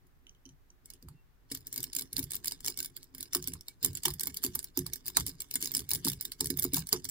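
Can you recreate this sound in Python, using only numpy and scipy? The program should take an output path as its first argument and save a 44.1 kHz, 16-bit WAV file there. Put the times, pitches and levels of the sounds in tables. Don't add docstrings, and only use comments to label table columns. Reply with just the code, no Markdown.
import sys
import numpy as np
from scipy import signal
from scipy.fft import rfft, irfft, next_fast_len
from scipy.io import wavfile
from scipy.ndimage import map_coordinates

SR = 44100
rng = np.random.default_rng(int(sys.argv[2]) if len(sys.argv) > 2 else 0)


def put_to_file(sound):
    columns = np.atleast_2d(sound).T
    safe = np.clip(columns, -1, 1)
    whole_steps = np.round(safe * 32767)
    wavfile.write(sys.argv[1], SR, whole_steps.astype(np.int16))


N = 313110
SPAN = 8192


def amp(db):
    return 10 ** (np.asarray(db) / 20)


def decay(t, t60):
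    return amp(-60 * t / t60)


def unit(x):
    return x / np.sqrt(np.mean(np.abs(x) ** 2) + 1e-20)


def along(points, hz):
    f, v = np.transpose(points)
    return np.interp(np.log(hz + 1), np.log(f + 1), v)


def wobble(rate):
    knots = rng.standard_normal(int(N * rate / SR) + 4)
    return map_coordinates(knots, [np.arange(N) * rate / SR])


def filtered(x, response):
    m = next_fast_len(N + SR // 2)
    return irfft(rfft(x, m) * response(np.fft.rfftfreq(m, 1 / SR)), m)[..., :N]


def rough(shape):
    push = shape * rng.standard_normal(shape.shape)
    return push * np.sqrt(np.sum(shape ** 2, 1) / np.sum(push ** 2, 1))[:, None]


def resonances(modes, hz):
    centre, width, db = np.transpose(modes)[:, :, None]
    sign = (-1) ** np.arange(len(modes))[:, None]
    return sign * amp(db) * 1j * hz * width / (centre ** 2 - hz ** 2 + 1j * hz * width)


def struck(times, gains, modes, push, stretch=1):
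    response = gains @ resonances(modes, np.fft.rfftfreq(SPAN, 1 / SR))
    source_bin = np.arange(SPAN // 2 + 1) / stretch * np.ones((len(times), 1))
    source_bin = np.minimum(np.round(source_bin).astype(int), SPAN // 2)
    response = np.take_along_axis(response, source_bin, axis=1)
    rings = irfft(rfft(push, SPAN) * response, SPAN)

    due = np.mean(np.abs(response) ** 2, 1) * np.sum(push ** 2, 1)
    rings = rings * np.sqrt(due / (np.sum(rings ** 2, 1) + 1e-30))[:, None]
    at = np.round(times * SR).astype(int)[:, None] + np.arange(SPAN)
    return np.bincount(at.ravel(), rings.ravel(), N + SPAN)[:N]


# frequency in Hz, how far the left port leads in radians.
PORT_LEAD = [(500, 2.5), (1700, -2.5), (2300, -0.5), (3000, -2.5), (5000, -1), (6600, -4), (8500, -4.5),
             (10200, -6), (13400, -8), (16500, -16)]
# frequency in Hz, left minus right in dB.
PORT_BALANCE = [(500, -4), (2000, -5), (4000, -8), (8000, -2), (14000, -0.5)]


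def ports(shared, apart, share):
    def turn(hz):
        half_lead = np.exp(.5j * along(PORT_LEAD, hz))
        return half_lead * amp(along(PORT_BALANCE, hz) / 2)

    direct = filtered(shared, lambda hz: np.array([turn(hz), 1 / turn(hz)]))
    return direct + share * np.array(apart)


# time in seconds, relative level in dB.
PIN_CLICKS = [(0.0683, -58), (0.8574, -41), (0.9024, -34), (0.936, -41), (1.0257, -45.5), (1.086, -40.5),
              (1.515, -28), (1.5189, -25.5), (1.524, -33.5), (1.5492, -25.5), (1.5726, -33), (1.607, -47),
              (1.6692, -29), (1.677, -41), (1.727, -26.5), (1.7412, -30), (1.76, -25.5), (1.7778, -23.5),
              (1.804, -31), (1.8297, -26), (1.84, -23.5), (1.9309, -29.5), (1.9506, -25.5), (1.9645, -19.5),
              (1.987, -24.5), (1.994, -26), (2.01, -27.5), (2.0207, -30), (2.1296, -25.5), (2.1663, -22),
              (2.1816, -24), (2.1872, -33), (2.192, -20.5), (2.199, -36), (2.2283, -29), (2.24, -30),
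              (2.307, -28.0), (2.3184, -24.5), (2.334, -27.5), (2.3443, -28.5), (2.3532, -26),
              (2.3653, -32), (2.4446, -27.0), (2.4572, -25.0), (2.4722, -24), (2.4802, -24.5),
              (2.5105, -32), (2.52, -24.5), (2.6046, -37), (2.6458, -27), (2.6543, -30.5), (2.662, -21.5),
              (2.675, -24), (2.6813, -20.0), (2.7, -29), (2.7743, -25.5), (2.7892, -25), (2.803, -23),
              (2.828, -28), (2.8466, -25.5), (2.8586, -30), (2.9658, -28.5), (3.0297, -40.0), (3.0415, -45),
              (3.1491, -32), (3.1813, -32.5), (3.207, -29), (3.228, -27.5), (3.3324, -22.5), (3.3412, -33),
              (3.3488, -17), (3.359, -32), (3.3676, -27), (3.4252, -31.5), (3.4411, -31.5), (3.474, -21.5),
              (3.482, -26.5), (3.536, -29), (3.6094, -39), (3.683, -30), (3.8289, -24), (3.8391, -30),
              (3.8469, -12.5), (3.86, -20), (3.9314, -38), (3.9515, -26.5), (3.9717, -27), (4.034, -26.5),
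              (4.0527, -21), (4.0547, -15), (4.082, -23.5), (4.104, -28.0), (4.115, -41), (4.1385, -28.5),
              (4.196, -27), (4.2084, -20), (4.2335, -24), (4.2562, -30), (4.271, -20), (4.3435, -30.5),
              (4.3703, -24.5), (4.4265, -37), (4.4327, -27.5), (4.4387, -19), (4.4472, -20.0),
              (4.4544, -27), (4.4632, -22), (4.5512, -24.5), (4.5544, -19), (4.591, -26), (4.6287, -36),
              (4.643, -27), (4.774, -17), (4.7904, -25.5), (4.8648, -25.0), (4.9342, -23.5), (4.958, -29.5),
              (5.0572, -36), (5.0638, -30.5), (5.0729, -32), (5.0807, -23), (5.1, -36), (5.1693, -9.5),
              (5.199, -27), (5.206, -29), (5.2647, -22.5), (5.2737, -28.5), (5.2806, -28.5), (5.293, -30.0),
              (5.4037, -25.5), (5.4187, -27.0), (5.5112, -25.5), (5.5399, -24), (5.5557, -17.5),
              (5.6085, -30), (5.6152, -30.5), (5.6255, -20.5), (5.638, -27.5), (5.6456, -27),
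              (5.657, -23.5), (5.6727, -26.5), (5.6856, -40), (5.7175, -26), (5.739, -27.5), (5.7493, -17),
              (5.766, -26.5), (5.7696, -21), (5.7783, -27), (5.7927, -25.5), (5.804, -31), (5.891, -24.5),
              (5.9064, -23), (5.9144, -18.5), (5.934, -18.5), (5.9392, -27), (5.9492, -21), (5.9559, -25.5),
              (6.0484, -19.5), (6.0555, -23.5), (6.068, -22), (6.0754, -24.5), (6.0831, -17.5),
              (6.088, -24.5), (6.099, -22), (6.118, -30), (6.133, -28), (6.21, -23), (6.2248, -29.5),
              (6.252, -24), (6.3189, -28.5), (6.4072, -16), (6.444, -26), (6.4575, -22.5), (6.4703, -27.5),
              (6.5029, -21), (6.508, -29.5), (6.573, -25.5), (6.5902, -26), (6.5955, -19.0),
              (6.6238, -22.0), (6.6307, -23), (6.6413, -21.5), (6.649, -28.5), (6.7348, -19.5),
              (6.7436, -17.0), (6.7585, -25), (6.7666, -22), (6.77, -23), (6.7812, -24.0), (6.7919, -26.5),
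              (6.8044, -35), (6.87, -29.5), (6.8901, -28), (6.9283, -11.5), (7.0444, -28), (7.052, -27.5),
              (7.0891, -27), (7.096, -28.5)]
BLUNT_DB, BLUNT_SCATTER_DB = -5.5, 2.5


def contacts():
    s, db = np.transpose(PIN_CLICKS)
    return np.array([s, db, BLUNT_DB + BLUNT_SCATTER_DB * rng.standard_normal(len(s))])


def activity(hits, before, after):
    s, db, _ = hits
    energy = np.bincount(np.round(s * SR).astype(int), amp(2 * db), N)
    t = np.arange(-SR // 5, SR // 5) / SR
    spread = np.exp(-(t / np.where(t < 0, before, after)) ** 2)
    return np.sqrt(np.abs(signal.fftconvolve(energy, spread, "same")))


# frequency in Hz, relative density in dB per Hz.
ROOM_HISS = [(15, -10), (25, 3.5), (175, -19), (350, -30), (600, -27), (1800, -29.5), (2600, -35.5),
             (6000, -40.5), (10000, -44), (13000, -37.5)]
HISS_DB = -64


def room():
    noise = rng.standard_normal((3, N))
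    left, right, common = unit(filtered(noise, lambda hz: amp(along(ROOM_HISS, hz))))
    low = filtered(common, lambda hz: hz < 500)
    return amp(HISS_DB) * np.array([left + 0.47 * low, right + 0.58 * low])


# time in seconds, relative level in dB,
# relative level of the deep part in dB, strongest ring in Hz.
BENCH_SHOVES = [(0.457, -47.5, -7, 272), (1.029, -48.5, 3.5, 262), (1.515, -37.5, -14.5, 261),
                (1.965, -47.5, -19, 368), (2.181, -33.5, -6.5, 295), (2.681, -43, -16, 410),
                (2.79, -51, -17, 288), (3.191, -46.5, -18, 268), (3.356, -32, -12.5, 367),
                (3.476, -39, -3.5, 257), (3.85, -40.5, 1, 354), (4.056, -32, -7.5, 382),
                (4.274, -42.5, -9, 265), (4.444, -32, -11.5, 360), (4.773, -25, -10, 256),
                (5.171, -41.5, 2.5, 355), (5.282, -44, -7.5, 264), (5.552, -43, -30, 270),
                (5.629, -41.5, -22, 264), (5.772, -40, -9.5, 288), (5.921, -41.5, -1.5, 249),
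                (6.055, -28.5, -7, 249), (6.411, -33, -8.5, 400), (6.502, -30.5, -5.5, 265),
                (6.647, -28, -12, 358), (6.731, -32, -3, 266), (6.929, -26.5, -19, 436)]
# frequency in Hz, width in Hz, relative level in dB.
BENCH_MODES = [(58.5, 17.4, -2), (87, 25.8, 0), (127.3, 42.7, 1), (165.4, 41.7, -1), (265.9, 22.7, 0),
               (359.3, 14, -0.5), (426.2, 31, -4.5)]


def bench(hits):
    s, db, deep_db, ring_hz = np.transpose(BENCH_SHOVES)
    mode_hz = np.transpose(BENCH_MODES)[0]
    deep = mode_hz < 200
    t = np.arange(SPAN * 3 // 4) / SR
    each = np.ones((len(s), 1))

    gains = amp(db[:, None] + 24.5 + 2 * rng.standard_normal((len(s), len(deep))))
    near = amp(-18 * np.abs(np.log2(mode_hz / ring_hz[:, None])))
    knock = rough((decay(t, 0.11) + 2.25 * decay(t, 0.0043)) * each)
    heave = rough(t / 0.013 * decay(t, 0.22) * each)
    shoved = struck(s, gains * near * ~deep, BENCH_MODES, knock)
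    shoved = shoved + struck(s, gains * deep * amp(deep_db[:, None] - 4.5), BENCH_MODES, heave)

    stir = rng.standard_normal((3, N)) * amp(3.2 * wobble(25))
    stir = unit(filtered(stir, lambda hz: resonances(BENCH_MODES, hz).sum(0)))
    working = amp(-74.5) + amp(-36.0) * activity(hits, 0.006, 0.047)
    mid, *apart = working * stir

    both = (shoved + mid) * amp([[-.6], [.6]]) + 0.6 * np.array(apart)
    return filtered(both, lambda hz: 1 / (1 + (hz / 480) ** 8))


# frequency in Hz, width in Hz, relative level in dB.
LOCK_MODES = [(1076, 430, -21), (1558, 43, -10), (1762, 190, -13), (2206, 37, -9), (2950, 280, -13.5),
              (3554, 190, -9), (4285, 550, -6), (4590, 830, -3.5), (4990, 580, -1), (5430, 420, -4),
              (6340, 700, -7.5), (7346, 130, 1.5), (8080, 930, -7.5), (9130, 380, -7.5), (10035, 390, -3),
              (12480, 3600, -9.5), (14580, 1840, -3.5), (15660, 760, -10)]
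LEAD_IN_S = .0022


def scrape(hits):
    sway = amp(4 * np.array([wobble(30) for _ in LOCK_MODES]))

    def colours(hz):
        bright = hz / (hz + 2500)
        dull = 1 / (1 + (hz / 6000) ** 2)
        return np.array([bright, dull])

    def heard():
        grit = rng.standard_normal(N) * amp(6.7 * wobble(400) + 1.6 * wobble(86))
        metal = (sway * filtered(grit, lambda hz: resonances(LOCK_MODES, hz))).sum(0)
        ticks, rub = (unit(layer) for layer in filtered(metal, colours))
        ticks = amp(-23) * activity(hits, LEAD_IN_S, 0.0052) * ticks
        rub = amp(-35) * activity(hits, 0.013, 0.039) * rub
        return ticks + rub

    return ports(heard(), [heard(), heard()], 0.77)


SIDE_SCATTER_DB = 3.5
DETUNE = 0.02


def clicks(hits):
    s, db, blunt_db = hits[:, :, None]
    hz, width, mode_db = np.transpose(LOCK_MODES)
    t = np.arange(SPAN * 3 // 4) / SR

    luck = rng.random(s.shape)
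    t60 = 0.0065 * amp(0.45 * (db + 52.5) + 10.1 * (luck - 1.5))
    rattle = (1 - np.exp(-t / .0003)) * (decay(t, .0042) + 0.17 * decay(t, t60))
    chatter = amp(-22.0) * decay(t, 0.057)
    room_tail = amp(-39.5) * decay(t, 0.18)
    after = (1 - np.exp(-t / 0.00029)) * (chatter + room_tail)

    tilt_db = blunt_db * np.clip(np.log2(8000 / hz), -.6, .6)
    colour_db = tilt_db + np.where(hz < 3300, 3, 3.5) * rng.standard_normal(tilt_db.shape)
    energy = (amp(colour_db + mode_db) ** 2 * width).sum(1, keepdims=True)
    gains = amp(db + 48.0 + colour_db) / np.sqrt(energy)
    stretch = 1 + DETUNE * rng.standard_normal(s.shape)

    def rung(mode_gains, push):
        return struck(s[:, 0], mode_gains, LOCK_MODES, push, stretch)

    own = 0.6 * rattle + 1.75 * after
    side = amp(SIDE_SCATTER_DB * rng.standard_normal(gains.shape))
    push = rough(rattle + after)
    direct = np.array([rung(gains * side, push), rung(gains / side, push)])
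    return ports(direct, [rung(gains, rough(own)), rung(gains, rough(own))], 0.55)


# time in seconds, relative level in dB, extra gain of the lowest mode in dB.
BLADE_TAPS = [(0.268, -63.5, 9.5), (0.294, -56, -4), (0.349, -72, 10), (0.454, -57.5, 2),
              (0.462, -55.5, -6.5), (0.491, -56, -5), (0.703, -58, -10)]
# frequency in Hz, width in Hz, relative level in dB.
BLADE_MODES = [(3070, 100, 2.5), (4100, 270, -14), (5950, 200, 5), (7400, 380, -14), (8250, 380, -14),
               (10240, 180, -9), (13500, 2300, -25)]


def taps():
    s, db, lowest_db = np.transpose(BLADE_TAPS)
    t = np.arange(SPAN // 4) / SR
    gains = amp(db[:, None] + 20 + 2.5 * rng.standard_normal((len(s), len(BLADE_MODES))))
    gains[:, 0] *= amp(lowest_db)
    shape = (decay(t, 0.0046) + amp(-22.5) * decay(t, 0.16)) * np.ones((len(s), 1))

    def heard():
        return struck(s, gains, BLADE_MODES, rough(shape))

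    return ports(heard(), [heard(), heard()], 0.95)


# centre in seconds, length in seconds, pitch in Hz, level in dB.
STEEL_SQUEAKS = [(0.895, 0.045, 2190, -72), (1.183, 0.075, 2730, -75), (3.709, 0.022, 2270, -63)]


def squeaks():
    t = np.arange(N) / SR
    total = np.zeros(N)
    for s, length, hz, db in STEEL_SQUEAKS:
        swell = amp(db + wobble(30)) * np.exp(-(2 * (t - s) / length) ** 2)
        total += swell * np.sin(2 * np.pi * hz * t + .3 * wobble(60))
    return total


# time in seconds, relative level in dB.
VICE_KNOCKS = [(1.085, -51), (2.186, -44), (2.676, -34), (3.348, -30.5), (3.554, -45.5), (3.848, -38.5),
               (4.053, -28), (4.081, -26), (4.27, -38), (4.436, -31.5), (4.553, -37.5), (4.771, -36),
               (4.862, -42), (5.17, -21), (5.92, -34), (6.071, -28), (6.406, -33.5), (6.649, -33.5),
               (6.771, -29), (6.928, -25.5)]
# frequency in Hz, width in Hz, relative level in dB.
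VICE_MODES = [(784, 210, -4), (860, 92, 3), (1100, 266, -1.5)]


def knocks():
    s, db = np.transpose(VICE_KNOCKS)
    t = np.arange(SPAN // 4) / SR
    gains = amp(db[:, None] + 13 + 2.5 * rng.standard_normal((len(s), len(VICE_MODES))))
    shape = (decay(t, 0.0047) + amp(-15.5) * decay(t, 0.11)) * np.ones((len(s), 1))

    def heard():
        return struck(s, gains, VICE_MODES, rough(shape))

    return ports(heard(), [heard(), heard()], 0.51)


def scene():
    hits = contacts()
    raking = scrape(hits) + clicks(hits)
    return room() + bench(hits) + raking + taps() + squeaks() + knocks()


TOP_HZ = 15900


def record(dry):
    return filtered(dry, lambda hz: 1 / (1 + (hz / TOP_HZ) ** 60))


dry = scene()
out = record(dry)
put_to_file(out)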